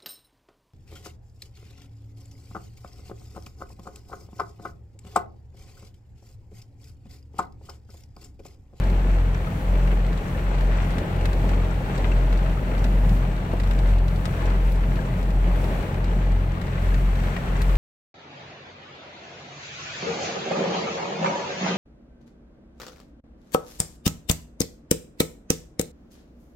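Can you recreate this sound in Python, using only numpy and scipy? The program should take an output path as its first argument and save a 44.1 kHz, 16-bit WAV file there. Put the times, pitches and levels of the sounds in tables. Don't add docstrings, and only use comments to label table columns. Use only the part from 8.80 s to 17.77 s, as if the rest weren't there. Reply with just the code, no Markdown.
import sys
import numpy as np
from scipy import signal
from scipy.fft import rfft, irfft, next_fast_len
from scipy.io import wavfile
from scipy.ndimage import map_coordinates

SR = 44100
rng = np.random.default_rng(int(sys.argv[2]) if len(sys.argv) > 2 else 0)


def persist_wave(psi):
    counts = np.round(np.clip(psi, -1, 1) * 32767).astype(np.int16)
    wavfile.write(sys.argv[1], SR, np.atleast_2d(counts).T)


def rack_gain(trim_db):
    fader = np.asarray(trim_db, float)
    return 10 ** (fader / 20)


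N = 395577


def unit(x):
    return x / np.sqrt(np.mean(x ** 2) + 1e-20)


def along(points, hz):
    f, value = np.transpose(points)
    return np.interp(np.log(hz + 1), np.log(f + 1), value)


def curves(rows):
    s, *columns = np.transpose(rows)
    t = np.arange(N) / SR
    return [np.interp(t, s, column) for column in columns]


def wobble(rate):
    knots = rng.standard_normal(int(N * rate / SR) + 4)
    return map_coordinates(knots, [np.arange(N) * rate / SR])


def filtered(x, response):
    m = next_fast_len(N + 8192)
    return irfft(rfft(x, m) * response(np.fft.rfftfreq(m, 1 / SR)), m)[..., :N]


def coloured(x, spectrum):
    gain = rack_gain(along(spectrum, np.linspace(0, SR / 2, 20000)))
    rms_gain = np.sqrt(np.mean(gain ** 2))
    return filtered(x, lambda hz: rack_gain(along(spectrum, hz)) / rms_gain)


PORT_LAG, CAB_HZ = .00041, 890
# (frequency [Hz], shared power [0-1])
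LIKENESS = [(200, 0.97), (350, .8), (500, 0.65), (800, 0.71), (950, .28), (1500, .35), (4000, 0.22),
            (6000, 0.066)]


def ports():
    def share(hz):
        return np.clip(along(LIKENESS, hz), 0, 1)

    def shared_path(hz):
        half_lag = np.pi * hz * PORT_LAG / (1 + (CAB_HZ / (hz + 1)) ** 20)
        return np.sqrt(share(hz)) * np.exp([1j * half_lag, -1j * half_lag])

    shared = filtered(rng.standard_normal(N), shared_path)
    own = filtered(rng.standard_normal((2, N)), lambda hz: np.sqrt(1 - share(hz)))
    return shared + own


def bursts(s, db, pan_db, t60):
    start = np.clip(np.round(s * SR).astype(int), 0, N - 1)
    power = [np.bincount(start, rack_gain(2 * db + side * pan_db), N) for side in (1, -1)]
    t = np.arange(SR // 5) / SR
    decay = rack_gain(-120 * t / t60) * (1 - np.exp(-t / 0.00043))
    return np.sqrt(np.abs(signal.fftconvolve(power, decay[None], axes=1)[:, :N]))


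# (time [s], deep roll level [dB], upper roll level [dB])
THUNDER_ROLLS = [(0.0, -42, -32.5), (0.32, -40, -35.5), (0.42, -41, -34.5), (0.82, -38, -30.5),
                 (0.87, -39, -36), (1.1, -39, -32.5), (1.2, -40, -32.5), (1.3, -45, -27.5),
                 (1.45, -36.5, -34), (1.65, -36, -34), (1.75, -42, -36), (1.82, -39, -29), (1.97, -41, -35),
                 (2.07, -39, -27.5), (2.55, -36, -34.5), (2.62, -41, -26.5), (2.82, -41, -36),
                 (2.87, -39, -32), (3.85, -43, -31), (4.1, -38, -29.5), (4.22, -44, -29.5),
                 (4.35, -43, -23.5), (4.42, -46, -31), (5.04, -38, -34), (5.12, -36, -31), (5.2, -46, -34),
                 (5.27, -39, -32), (5.35, -39, -30), (5.64, -37, -31.5), (5.72, -42, -29), (5.9, -36, -35),
                 (6.02, -43, -32), (6.12, -46, -29.5), (6.39, -43, -28), (6.49, -42, -32), (6.62, -50, -31),
                 (6.8, -35, -31.5), (7.07, -37, -33), (7.19, -48, -31), (7.27, -42, -40),
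                 (7.34, -52, -30.5), (7.87, -41, -34.5), (7.92, -54, -32), (8.02, -35, -36.5),
                 (8.59, -36.5, -31), (8.74, -37, -33), (8.87, -35, -36), (8.97, -33, -36)]
# (frequency [Hz], level [dB per Hz])
DEEP_ROLL = [(15, -60), (25, -8), (35, -1.5), (47, 7.5), (60, 4), (85, 1.5), (120, -42.5)]
# (frequency [Hz], level [dB per Hz])
UPPER_ROLL = [(60, -37), (90, -0.5), (140, 2), (200, -1.5), (260, -10), (400, -47)]


def thunder():
    deep_db, upper_db = curves(THUNDER_ROLLS)
    deep = rack_gain(deep_db + 1.5 + 1.5 * wobble(7)) * coloured(ports(), DEEP_ROLL)
    upper = rack_gain(upper_db - 1.0 + 1.2 * wobble(9)) * coloured(ports(), UPPER_ROLL)
    return deep + upper


def shower(spectrum, grainy, rate, spread_db, t60):
    when, size, side = rng.random((int(rate * N / SR), 3)).T
    grains = unit(bursts(when * N / SR, -spread_db * np.log(size), 8 * (side - .5), t60))
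    share = np.clip(grainy, 0, 1)
    envelope = np.sqrt(1 - share + share * grains ** 2)
    return coloured(envelope * ports(), spectrum)


# (time [s], roof drumming level [dB], glass patter level [dB], fine spray level [dB])
RAIN_LEVELS = [(0.0, -36, -42.5, -56), (0.3, -37.5, -45.5, -57), (0.57, -39, -45, -57.5),
               (0.95, -36.5, -44, -56), (1.25, -38, -45, -58), (1.5, -37.5, -44, -56),
               (1.82, -36, -42.5, -55.5), (2.25, -35, -41.5, -55.5), (2.65, -34, -43, -55),
               (2.95, -36.5, -43, -56), (3.15, -35, -41.5, -55), (3.32, -34, -42.5, -54),
               (3.75, -36.5, -43.5, -56.5), (4.19, -35.5, -44, -58), (4.55, -38.5, -45, -58),
               (4.89, -37, -43.5, -54.5), (5.3, -36.5, -44.5, -59), (5.52, -37, -43.5, -55),
               (5.64, -35.5, -41, -53.5), (5.9, -37.5, -44.5, -58), (6.2, -36, -43.5, -54.5),
               (6.57, -37.5, -44.5, -57.5), (6.8, -35, -42.5, -57), (6.94, -35, -42.5, -57),
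               (7.37, -38, -45, -57), (7.64, -38.5, -45.5, -61), (7.89, -39, -45.5, -59),
               (8.07, -38, -42.5, -56), (8.29, -39.5, -44, -55), (8.69, -36, -40.5, -52.5),
               (8.97, -38, -43, -55)]
# (frequency [Hz], level [dB])
ROOF_DRUMMING = [(120, -41), (220, -3), (300, -4), (450, -4.5), (650, -5.5), (740, -10.5), (830, -7),
                 (1000, -13.5), (1500, -49.5)]
# (frequency [Hz], level [dB])
GLASS_PATTER = [(600, -46), (1000, 2), (1400, 0.5), (2000, -2), (2700, -6.5), (3300, -10.5), (4400, -16),
                (5000, -24), (7000, -45)]
# (frequency [Hz], level [dB])
FINE_SPRAY = [(3500, -32), (5000, 6), (5800, 18), (6600, 11), (8000, 17), (9000, -23), (10500, -27),
              (12000, -7), (14000, -24), (15700, -17)]


def rain():
    roof_db, glass_db, spray_db = curves(RAIN_LEVELS)
    flurry = 0.88 * wobble(9) + 0.58 * wobble(25)
    roof = shower(ROOF_DRUMMING, grainy=0.29, rate=150, spread_db=2.5, t60=0.059)
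    glass = shower(GLASS_PATTER, grainy=0.33, rate=200, spread_db=2, t60=0.04)
    spray = shower(FINE_SPRAY, grainy=0.38, rate=160, spread_db=2.5, t60=0.03)
    roof = rack_gain(roof_db + 0.42 * flurry + 1.5) * roof
    glass = rack_gain(glass_db + 0.72 * flurry + 3.0) * glass
    spray = rack_gain(spray_db + 1.3 * flurry - 3.5) * spray
    return roof + glass + spray


# (time [s], splash peak [dB], knock level [dB], top fizz level [dB], left-right difference [dB])
BIG_DROPS = [(0.0373, -44, -44, -56, 0.5), (0.0992, -42, -40, -61, 1.0), (1.074, -44, -31, -60, 3),
             (1.1149, -45, -31, -56, 4), (1.2645, -43, -43, -55, 1.5), (1.3289, -42, -42, -56, 1.5),
             (1.3748, -41, -43, -53, 0.0), (1.7489, -43, -37, -57, 0.5), (1.7823, -44, -37, -59, 1),
             (1.8083, -40, -33, -56, 2), (2.1061, -39, -36, -58, 2), (2.1824, -35, -33, -50, 0.0),
             (2.3615, -45, -44, -53, 0.5), (2.4109, -42, -35, -59, 1.0), (2.4548, -31.5, -28, -44, 2),
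             (2.5301, -37, -37, -54, 4), (2.6918, -39, -35, -52, 1.0), (3.1777, -36, -38, -59, 0.5),
             (3.3169, -42, -33, -59, 2.5), (3.5264, -36.5, -32, -58, 1.5), (3.5738, -40, -45, -55, 1.0),
             (3.6955, -47, -39, -62, 1.5), (3.9799, -41, -39, -59, 1.0), (4.0415, -33, -33, -47, 2),
             (4.2926, -39, -40, -55, 1.0), (4.5635, -44, -42, -59, 0.0), (4.7152, -44, -40, -59, 2.0),
             (4.7995, -36, -31, -53, 0), (4.8349, -40, -40, -56, 0.5), (4.8723, -41, -40, -52, 0.5),
             (4.9097, -37, -32, -46, 2), (4.9886, -38, -37, -52, 1.5), (5.0888, -43, -39, -57, 1.0),
             (5.1831, -42, -46, -58, 0.0), (5.2809, -39, -40, -55, 2), (5.3597, -41, -43, -58, 0.5),
             (5.4545, -30, -30, -53, 4), (5.6575, -41, -41, -59, -1), (5.7014, -42, -38, -56, 1.5),
             (5.9189, -43, -44, -42, 2.0), (5.9559, -46, -41, -62, 2.0), (6.1569, -42, -37, -59, 2.5),
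             (6.4278, -41, -41, -57, 2), (6.5041, -44, -39, -59, 0.5), (6.8418, -41, -35, -58, 1.5),
             (7.0259, -44, -40, -55, 3.0), (7.1422, -43, -36, -60, 1.5), (7.2419, -39, -37, -56, 1.0),
             (7.5198, -46, -45, -59, 1.5), (7.8146, -40, -35, -51, 3.5), (7.8665, -45, -44, -59, 2.0),
             (8.0202, -46, -43, -59, 0.5), (8.1429, -38, -32, -56, 2.5), (8.3539, -42, -36, -57, 3),
             (8.4357, -42, -39, -58, 3.5), (8.5644, -40, -26, -57, 2.0), (8.7555, -46, -34, -58, 1.5),
             (8.8174, -32, -36, -37, 1.0), (8.8937, -42, -34, -55, 3.0), (8.954, -39, -32, -51, 1.5)]
# (frequency [Hz], level [dB per Hz])
DROP_KNOCK = [(300, -33), (700, 1), (1500, 3), (2800, 0), (4500, -33)]
# (frequency [Hz], level [dB per Hz])
DROP_SPLASH = [(2000, -18), (3800, 6), (6000, -6), (8500, -6), (11000, -25)]
# (frequency [Hz], level [dB per Hz])
DROP_FIZZ = [(7500, -25), (10000, -4), (12500, 3), (15700, -4)]


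def drops():
    s, splash_db, knock_db, fizz_db, pan_db = np.transpose(BIG_DROPS)
    knock = coloured(bursts(s, knock_db - 1, pan_db, t60=0.051) * ports(), DROP_KNOCK)
    splash = coloured(bursts(s, splash_db - 2, pan_db, t60=0.046) * ports(), DROP_SPLASH)
    fizz = coloured(bursts(s, fizz_db - 1.5, pan_db, t60=0.052) * ports(), DROP_FIZZ)
    return knock + splash + fizz


# (time [s], peak level [dB], pitch [Hz], decay by 60 dB [s], left-right difference [dB])
RINGING_DROPS = [(0.6734, -26, 1270, 0.04, 13), (1.1144, -31, 1590, 0.04, 4.0),
                 (1.5479, -26, 1780, 0.04, 3.5), (2.4563, -28, 2580, 0.04, 4.5),
                 (2.5197, -27, 1050, 0.04, 6), (2.9118, -25, 1370, 0.04, 10),
                 (3.3189, -26, 2690, 0.04, 4.0), (3.5259, -30, 1150, 0.04, 3.0),
                 (3.7723, -25, 1270, 0.04, 12), (3.8721, -30, 1210, 0.04, 2),
                 (4.0407, -35, 2650, 0.04, 4.0), (4.798, -30, 1930, 0.04, 4.0),
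                 (4.8713, -31, 1120, 0.04, 4.5), (4.9097, -32, 1320, 0.04, 4.0),
                 (5.3038, -31, 1290, 0.04, 9), (5.4545, -23, 1260, 0.04, 9), (5.7099, -27, 1320, 0.04, 12),
                 (5.7763, -31, 1000, 0.04, 4.0), (5.9868, -34, 1080, 0.04, 1), (6.1896, -21, 1630, 0.04, 6),
                 (6.3076, -33, 1950, 0.04, 4.0), (6.3874, -30, 1260, 0.04, 6),
                 (6.6358, -32, 1000, 0.04, 2.0), (6.8433, -29, 1270, 0.04, 8), (6.9012, -30, 1070, 0.04, 8),
                 (7.0938, -26, 1000, 0.04, 6), (7.7717, -25, 1180, 0.04, 9), (7.8156, -31, 1930, 0.04, 4.0),
                 (8.1227, -25, 1650, 0.04, 3.5), (8.1424, -25, 1820, 0.04, 5),
                 (8.314, -32, 1120, 0.04, 3.5), (8.3544, -33, 1150, 0.04, 1),
                 (8.5689, -23, 1920, 0.04, 2.5), (8.7735, -31, 1260, 0.04, 4),
                 (8.8179, -31, 1910, 0.04, 3.5), (8.8892, -26, 1180, 0.04, 3)]


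def pings():
    out = np.zeros((2, N + SR))
    t = np.arange(SR // 8) / SR
    port_time = t - np.array([[0], [PORT_LAG]])
    for s, db, hz, t60, pan_db in RINGING_DROPS:
        envelope = rack_gain(db - 4 - 60 * t / t60) * (1 - np.exp(-t / .001))
        ring = envelope * np.sin(2 * np.pi * hz * port_time)
        start = round(s * SR)
        out[:, start:start + len(t)] += rack_gain([[pan_db / 2], [-pan_db / 2]]) * ring
    return out[:, :N]


# (multiple of firing rate, level [dB rms])
IDLING_ENGINES = [
    ((43.761, .0080, 4.22), [(1, -25.4), (2, -38.9), (3, -36.2), (4, -37.8), (5, -54)]),
    ((45.015, .0018, .39), [(1, -22.6), (2, -36.9), (3, -42.7), (4, -57)]),
    ((44.82, .0001, -.55), [(.5, -51), (1, -36), (1.5, -48.7), (2, -38.6)]),
    ((41.667, .0120, 4.43), [(1, -40.3), (2, -46.4), (3, -53)]),
    ((32.502, .0273, .81), [(1, -42.8), (1.5, -43.7), (2, -45.1), (3, -46.6), (6, -56)]),
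    ((30.017, .0092, -.13), [(1, -49.6), (2, -51.3)]),
    ((38.498, 0, .19), [(1, -45.8)]),
    ((39.506, 0, 2.45), [(1, -50.8)]),
]


def engines():
    t, out = np.arange(N) / SR, np.zeros(N)
    for (hz, first, pipe_lag), orders in IDLING_ENGINES:
        turn = 2 * np.pi * hz * (t - first) + 0.056 * wobble(1.49) + 0.032 * wobble(8)
        for multiple, db in orders:
            level = np.sqrt(2) * rack_gain(db + 0.68 * wobble(4))
            out += level * np.cos(multiple * turn + pipe_lag)
    return out


# (frequency [Hz], left-right difference [dB])
LEFT_LEAN = [(60, 1), (99, 1), (160, 1.5), (270, -0.5), (450, 3), (740, 0.5), (1220, 5), (2010, 3),
             (3330, 2.5), (5500, 1.0), (9080, 0.5), (15000, 5.5)]


def scene():
    def lean(hz):
        half_db = along(LEFT_LEAN, hz) / 2
        return rack_gain([half_db, -half_db])

    steady = thunder() + rain() + engines()
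    return filtered(steady, lean) + drops() + pings()


def top_cut(x):
    return signal.sosfilt(signal.butter(12, 15780, fs=SR, output="sos"), x)


def record(dry):
    return top_cut(dry)


dry = scene()
out = record(dry)
persist_wave(out)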